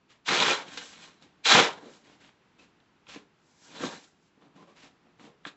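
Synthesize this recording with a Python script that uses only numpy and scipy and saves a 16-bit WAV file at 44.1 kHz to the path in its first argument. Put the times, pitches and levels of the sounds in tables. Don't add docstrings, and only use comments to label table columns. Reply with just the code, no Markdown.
import sys
import numpy as np
from scipy import signal
from scipy.fft import rfft, irfft, next_fast_len
from scipy.io import wavfile
from scipy.ndimage import map_coordinates

SR = 44100
rng = np.random.default_rng(int(sys.argv[2]) if len(sys.argv) > 2 else 0)


def bounce(signal):
    frames = np.transpose(np.atleast_2d(signal))
    limited = np.clip(frames, -1, 1)
    pcm = np.round(limited * 32767).astype(np.int16)
    wavfile.write(sys.argv[1], SR, pcm)


N = 245195


def amp(db):
    return 10 ** (np.asarray(db) / 20)


def unit(x):
    return x / np.sqrt(np.mean(x ** 2) + 1e-20)


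def along(points, hz):
    f, v = np.transpose(points)
    return np.interp(np.log(hz + 1), np.log(f + 1), v)


def wobble(rate):
    return map_coordinates(rng.standard_normal(int(N * rate / SR) + 4), [np.arange(N) * rate / SR])


def resonance(f, hz, width):
    return 1j * f * width / (hz * hz - f * f + 1j * f * width)


def filtered(x, response):
    m = next_fast_len(len(x) + SR // 2)
    return irfft(rfft(x, m) * response(np.fft.rfftfreq(m, 1 / SR)), m)[:len(x)]


def coloured(x, spectrum):
    size = 4096
    gain = amp(along(spectrum, np.fft.rfftfreq(size, 1 / SR)))
    cepstrum = irfft(np.log(gain))
    cepstrum[1:size // 2] *= 2
    cepstrum[size // 2 + 1:] = 0
    impulse = irfft(np.exp(rfft(cepstrum)))
    return unit(signal.fftconvolve(x, impulse)[:len(x)])


def grains(rate, smear, spread_db=3):
    hit = rng.random(N) < rate / SR
    size = amp(spread_db * np.minimum(rng.exponential(size=N), 2))
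    contacts = unit(hit * size * rng.choice([-1, 1], N))
    return unit(contacts + smear * rng.standard_normal(N))


def envelope(s, attack_db_per_s, hold_s, release_db_per_s):
    t = np.arange(N) / SR - s
    return amp(-attack_db_per_s * np.maximum(-t, 0) - release_db_per_s * np.maximum(t - hold_s, 0))


def add(track, s, sound):
    part = track[round(s * SR):][:len(sound)]
    part += sound[:len(part)]


# frequency_hz, level_db
AIR_SPECTRUM = [(15, -40), (25, -22), (167, -3), (257, -5.5), (335, -5), (555, -15), (835, -11.5),
                (1260, -14), (1520, -14.5), (1760, -15.5), (2400, -18.5), (2710, -18), (7800, -33),
                (10100, -58.5), (17200, -120)]


def air():
    return amp(-67 + 1.6 * wobble(1.2)) * coloured(rng.standard_normal(N), AIR_SPECTRUM)


# frequency_hz, level_db
SCUFF_SPECTRUM = [(300, -11), (900, -4.5), (1600, -2.5), (2500, -0.5), (4000, -3.5), (4900, -8),
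                  (7900, -12), (9000, -61.5)]
# frequency_hz, level_db
LUMP_SPECTRUM = [(30, -31.5), (90, -26), (145, -1), (280, 3), (450, -5.5), (800, -5.5), (1300, -12.5),
                 (3000, -30), (8000, -50.5)]
# start_s, hold_s, scuff_db, weight_db
GRITTY_SCUFFS = [(0.104, 0.016, -57, -70), (1.222, 0.018, -58, -64), (2.048, 0.096, -61, -64),
                 (2.211, 0.065, -59, -71.5), (2.593, 0.047, -60.5, -68.5), (3.091, 0.066, -47, -62.5),
                 (4.413, 0.048, -70.5, -62), (4.563, .065, -64, -58), (4.683, 0.035, -67, -65),
                 (4.767, .04, -58, -71.5), (4.828, 0.032, -56, -63), (5.06, 0.019, -82.5, -68),
                 (5.204, 0.063, -57.5, -57)]


def scuffs():
    scuff, weight = np.zeros((2, N))
    attack_db_per_s = 911
    for start_s, hold_s, scuff_db, weight_db in GRITTY_SCUFFS:
        scuff += amp(scuff_db) * envelope(start_s, attack_db_per_s, hold_s, release_db_per_s=289)
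        weight += amp(weight_db) * envelope(start_s, attack_db_per_s, hold_s, release_db_per_s=199)
    grit = coloured(grains(rate=1300, smear=1.0), SCUFF_SPECTRUM)
    press = coloured(grains(rate=140, smear=0.87), LUMP_SPECTRUM)
    return amp(-1.62) * scuff * grit + amp(2) * weight * press


# pitch_hz, width_hz, level_db
BLADE_MODES = [(500, 120, -1.5), (802, 17, -4.5), (949, 93, -3.5), (1074, 23, -10), (1410, 120, -3.5),
               (1626, 180, -2.5), (2420, 270, -6), (2930, 110, -5.5), (3260, 210, -5.5), (3580, 260, -4.5),
               (3980, 220, -3)]


def blade(x, ring_db, wander_db=7.5, wander_hz=45):
    m = next_fast_len(len(x) + SR // 10)
    spectrum, f = rfft(x, m), np.fft.rfftfreq(m, 1 / SR)
    knots = np.arange(len(x)) * wander_hz / SR
    count = int(knots[-1]) + 2
    out = x
    for pitch_hz, width_hz, level_db in BLADE_MODES:
        wander = np.interp(knots, np.arange(count), np.tanh(rng.standard_normal(count)) * 2)
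        ring = irfft(spectrum * resonance(f, pitch_hz, width_hz), m)[:len(x)]
        out = out + amp(ring_db + level_db + wander_db * wander) * ring
    return unit(out)


# frequency_hz, level_db
SAND_SPECTRUM = [(500, -31.5), (1300, -9.5), (2300, -0.5), (3200, -0.5), (4150, -2.5), (4700, -4.5),
                 (6500, -6.5), (7900, -10), (9000, -59.5)]
GRAVEL_SPECTRUM = [(130, -28.5), (300, -8.5), (480, -4), (680, 2), (950, 4), (1500, 1), (2100, 0.5),
                   (3500, -10), (8000, -39.5)]
MASS_SPECTRUM = [(25, -27.5), (85, -23.5), (125, -6.5), (190, -2), (260, 0.5), (340, -1), (500, -3.5),
                 (1000, -18.5), (4000, -49.5)]
# time_s, level_db
EFFORT_CURVES = [
    [(0.245, -72.5), (0.263, -41), (0.289, -27), (0.361, -25.5), (0.387, -29.5), (0.409, -24.5),
     (0.469, -27.5), (0.497, -24), (0.64, -51.5)],
    [(1.432, -71), (1.44, -49.5), (1.456, -24), (1.52, -16.5), (1.602, -20.5), (1.654, -28.5),
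     (1.754, -55.5), (1.79, -58)],
]
# start_s, sink_s, load_db
BITES = [(0.262, 0.027, 0), (1.454, 0.12, 2)]


def shovel_bites():
    t = np.arange(N) / SR
    sand, gravel, mass = np.zeros((3, N))
    for curve, (start_s, sink_s, load_db) in zip(EFFORT_CURVES, BITES):
        time_s, level_db = np.transpose(curve)
        pushing = (t >= time_s[0]) & (t <= time_s[-1])
        effort = amp(np.interp(t, time_s, level_db)) * pushing
        shallow = 1 - np.clip((t - start_s) / sink_s, 0, 1)
        sand += effort * amp(-1.48)
        gravel += effort * amp(-0.68 + load_db - 10.5 * shallow)
        mass += effort * amp(-13.5 + 2.2 * load_db - 24.5 * shallow)
    slip = np.tanh(wobble(90))
    hiss = blade(coloured(grains(rate=2500, smear=0.41), SAND_SPECTRUM), ring_db=-5)
    hiss *= unit(amp(1.5 * slip))
    crunch = blade(coloured(grains(rate=650, smear=0.79), GRAVEL_SPECTRUM), ring_db=-2)
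    crunch *= unit(amp(2.2 * slip))
    shove = coloured(grains(rate=400, smear=0.2), MASS_SPECTRUM)
    return sand * hiss + gravel * crunch + mass * shove


# start_s, level_db, body_db, edge_db, pitch_hz, rasp_db
STONE_KNOCKS = [(0.287, -15.5, -14.5, -18.5, 1550, -7), (0.402, -15, -10, -7.5, 3690, 8),
                (0.424, -13.5, -21.5, -10.5, 3620, 9.5), (0.774, -27.5, 4, 6.5, 1640, 10),
                (1.224, -46, -13, 12, 1020, -14.5), (1.456, -15.5, -38, -11, 3198, 0),
                (1.551, -9, -6, -22, 980, -12), (1.778, -47, -4, -35, 940, -1),
                (2.247, -45, -19.5, -21, 3230, -19.5), (2.291, -49, -22, -13, 1690, -18),
                (2.802, -57.5, -18, -9.5, 3000, -10.5), (3.068, -44.5, -16, -21, 2800, -4),
                (3.16, -39.5, -5.5, -25, 740, -9), (3.836, -28.5, -8, -18, 1190, 10),
                (4.422, -55, -10.5, -23, 822, -2), (5.196, -47, -6, -33, 1980, -10.5),
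                (5.452, -28, -12.5, -25.5, 1530, -11.5)]


def stone_knocks():
    out, t = np.zeros(N), np.arange(SR // 5) / SR
    crack_t60_s, rasp_t60_s = 0.014, 0.1
    for start_s, level_db, body_db, edge_db, pitch_hz, rasp_db in STONE_KNOCKS:
        decay = amp(-60 * t / crack_t60_s) + amp(rasp_db - 60 * t / rasp_t60_s)
        force = rng.standard_normal(len(t)) * decay
        contact = filtered(force, lambda f: 1 + amp(4) * resonance(f, pitch_hz, 0.5 * pitch_hz))
        spectrum = [(60, -28.5), (170, body_db + 2), (900, 6), (1800, 1.5), (4000, edge_db / 2 + 7.5),
                    (4900, edge_db + 3), (7900, edge_db - 3.5), (9000, -61.5)]
        hit = blade(coloured(contact, spectrum), ring_db=-5.5)
        add(out, start_s, amp(level_db + 2.5) * hit / np.abs(hit).max())
    return out


# start_s, level_db, pitch_hz
LANDINGS = [(0.32, -23, 215), (0.408, -26, 264), (1.546, -18.5, 195), (1.599, -15.5, 300),
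            (1.857, -40.5, 301), (2.627, -55.5, 201), (3.16, -35, 228.4), (3.833, -25, 300),
            (4.376, -54.5, 286), (5.247, -49.5, 218), (5.463, -41, 200)]


def thuds():
    out, t = np.zeros(N), np.arange(SR // 4) / SR
    force_t60_s = 0.071
    for start_s, level_db, pitch_hz in LANDINGS:
        force = rng.standard_normal(len(t)) * amp(-60 * t / force_t60_s)
        contact = filtered(force, lambda f: 1 + amp(3) * resonance(f, pitch_hz, 0.5 * pitch_hz))
        plop = coloured(contact, MASS_SPECTRUM)
        add(out, start_s, amp(level_db) * plop / np.abs(plop).max())
    return out


# frequency_hz, level_db
FIZZ_SPECTRUM = [(1500, -36.5), (3500, -7.5), (4800, -2), (6500, -1.5), (7900, -2.5), (9000, -58)]
SLURRY_SPECTRUM = [(300, -15), (900, -6), (1600, -3), (2100, -2.5), (2800, -4.5), (4200, -4.5), (4900, -13),
                   (7900, -15), (9000, -59)]
# fastest_s, rise_s, fall_s, level_db, fizz_db, clots_db
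PORTIONS = [(0.68, .25, 0.38, -52.5, -18, 2), (0.78, 0.19, 0.21, -48.5, -7.5, -27),
            (0.89, 0.18, 0.11, -54.5, 0.5, -31), (1.03, 0.08, 0.11, -50, -7, -8.5),
            (1.86, 0.32, 0.12, -59.5, -12.5, 8), (1.939, 0.13, 0.15, -60, -2.5, -3),
            (3.5, 0.16, .4, -77.5, 6, 5.5), (3.65, 0.078, 0.13, -64, 5, -7),
            (3.771, 0.096, .16, -46, -15.5, -2.5), (3.856, 0.064, 0.067, -39.5, -4.5, 4),
            (3.93, 0.13, 0.1, -49, -7, -1.5), (4.05, 0.23, .1, -65.5, 0.5, -20),
            (4.25, 0.086, .12, -82, 7, -11), (5.47, 0.022, 0.047, -40.5, -15.5, -9)]


def sliding_mix():
    fizz_gain, slither_gain, clots_gain = np.zeros((3, N))
    range_db = 20
    for fastest_s, rise_s, fall_s, level_db, fizz_db, clots_db in PORTIONS:
        swell = amp(level_db) * envelope(fastest_s, range_db / rise_s, 0, range_db / fall_s)
        fizz_gain += amp(fizz_db - 0.16) * swell
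        slither_gain += amp(-1) * swell
        clots_gain += amp(clots_db - 1.6) * swell
    lumpiness = unit(amp(1.1 * wobble(60)))
    fizz = coloured(grains(rate=3000, smear=0.61), FIZZ_SPECTRUM)
    slither = blade(coloured(grains(rate=1100, smear=0.96), SLURRY_SPECTRUM), ring_db=-3.5)
    clots = blade(coloured(grains(rate=300, smear=0.62), LUMP_SPECTRUM), ring_db=-7)
    return lumpiness * (fizz_gain * fizz + slither_gain * slither + clots_gain * clots)


# centre_s, length_s, pitch_hz, level_db
HANDLING_SQUEAKS = [(2.600, .016, 2590, -59), (4.607, .04, 1045, -58.5), (4.698, .026, 570, -58),
                    (4.705, .028, 1120, -61), (5.3, .04, 490, -64)]


def shovel_squeaks():
    out, t = np.zeros(N), np.arange(N) / SR
    for centre_s, length_s, pitch_hz, level_db in HANDLING_SQUEAKS:
        wavering_hz = pitch_hz + 40 * wobble(260)
        tone = np.sin(2 * np.pi * np.cumsum(wavering_hz) / SR)
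        roughness = amp(3 * wobble(170))
        swell = np.exp(-2 * ((t - centre_s) / length_s) ** 2)
        out += amp(level_db) * swell * unit(tone * roughness)
    return out


# frequency_hz, t60_s
YARD_DECAY = [(150, 0.17), (600, 0.37), (2500, 0.14), (8000, 0.12)]
# pitch_hz, width_hz, level_db
STANDING_WAVES = [(140, 14, -7), (191, 11, -5), (409, 11, -8)]


def yard(x, tail_db):
    hz, t, noise = signal.stft(rng.standard_normal(SR // 2), SR, nperseg=256)
    decay = amp(-60 * t / along(YARD_DECAY, hz)[:, None])
    tail = signal.istft(noise * decay, SR, nperseg=256)[1]
    response = amp(tail_db) * np.pad(tail / np.linalg.norm(tail), (SR // 300, 0))
    response[0] = 1
    wet = signal.fftconvolve(x, response / np.linalg.norm(response))[:N]
    return filtered(wet, lambda f: 1 + sum(amp(level_db) * resonance(f, pitch_hz, width_hz)
                                           for pitch_hz, width_hz, level_db in STANDING_WAVES))


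def scene():
    work = shovel_bites() + sliding_mix() + scuffs() + stone_knocks() + thuds() + shovel_squeaks()
    return (yard(work, tail_db=-10) + air())[None]


def record(dry):
    top_hz = 7820
    return np.array([filtered(x, lambda hz: 1 / (1 + (hz / top_hz) ** 160)) for x in np.clip(dry, -1, 1)])


dry = scene()
out = record(dry)
bounce(out)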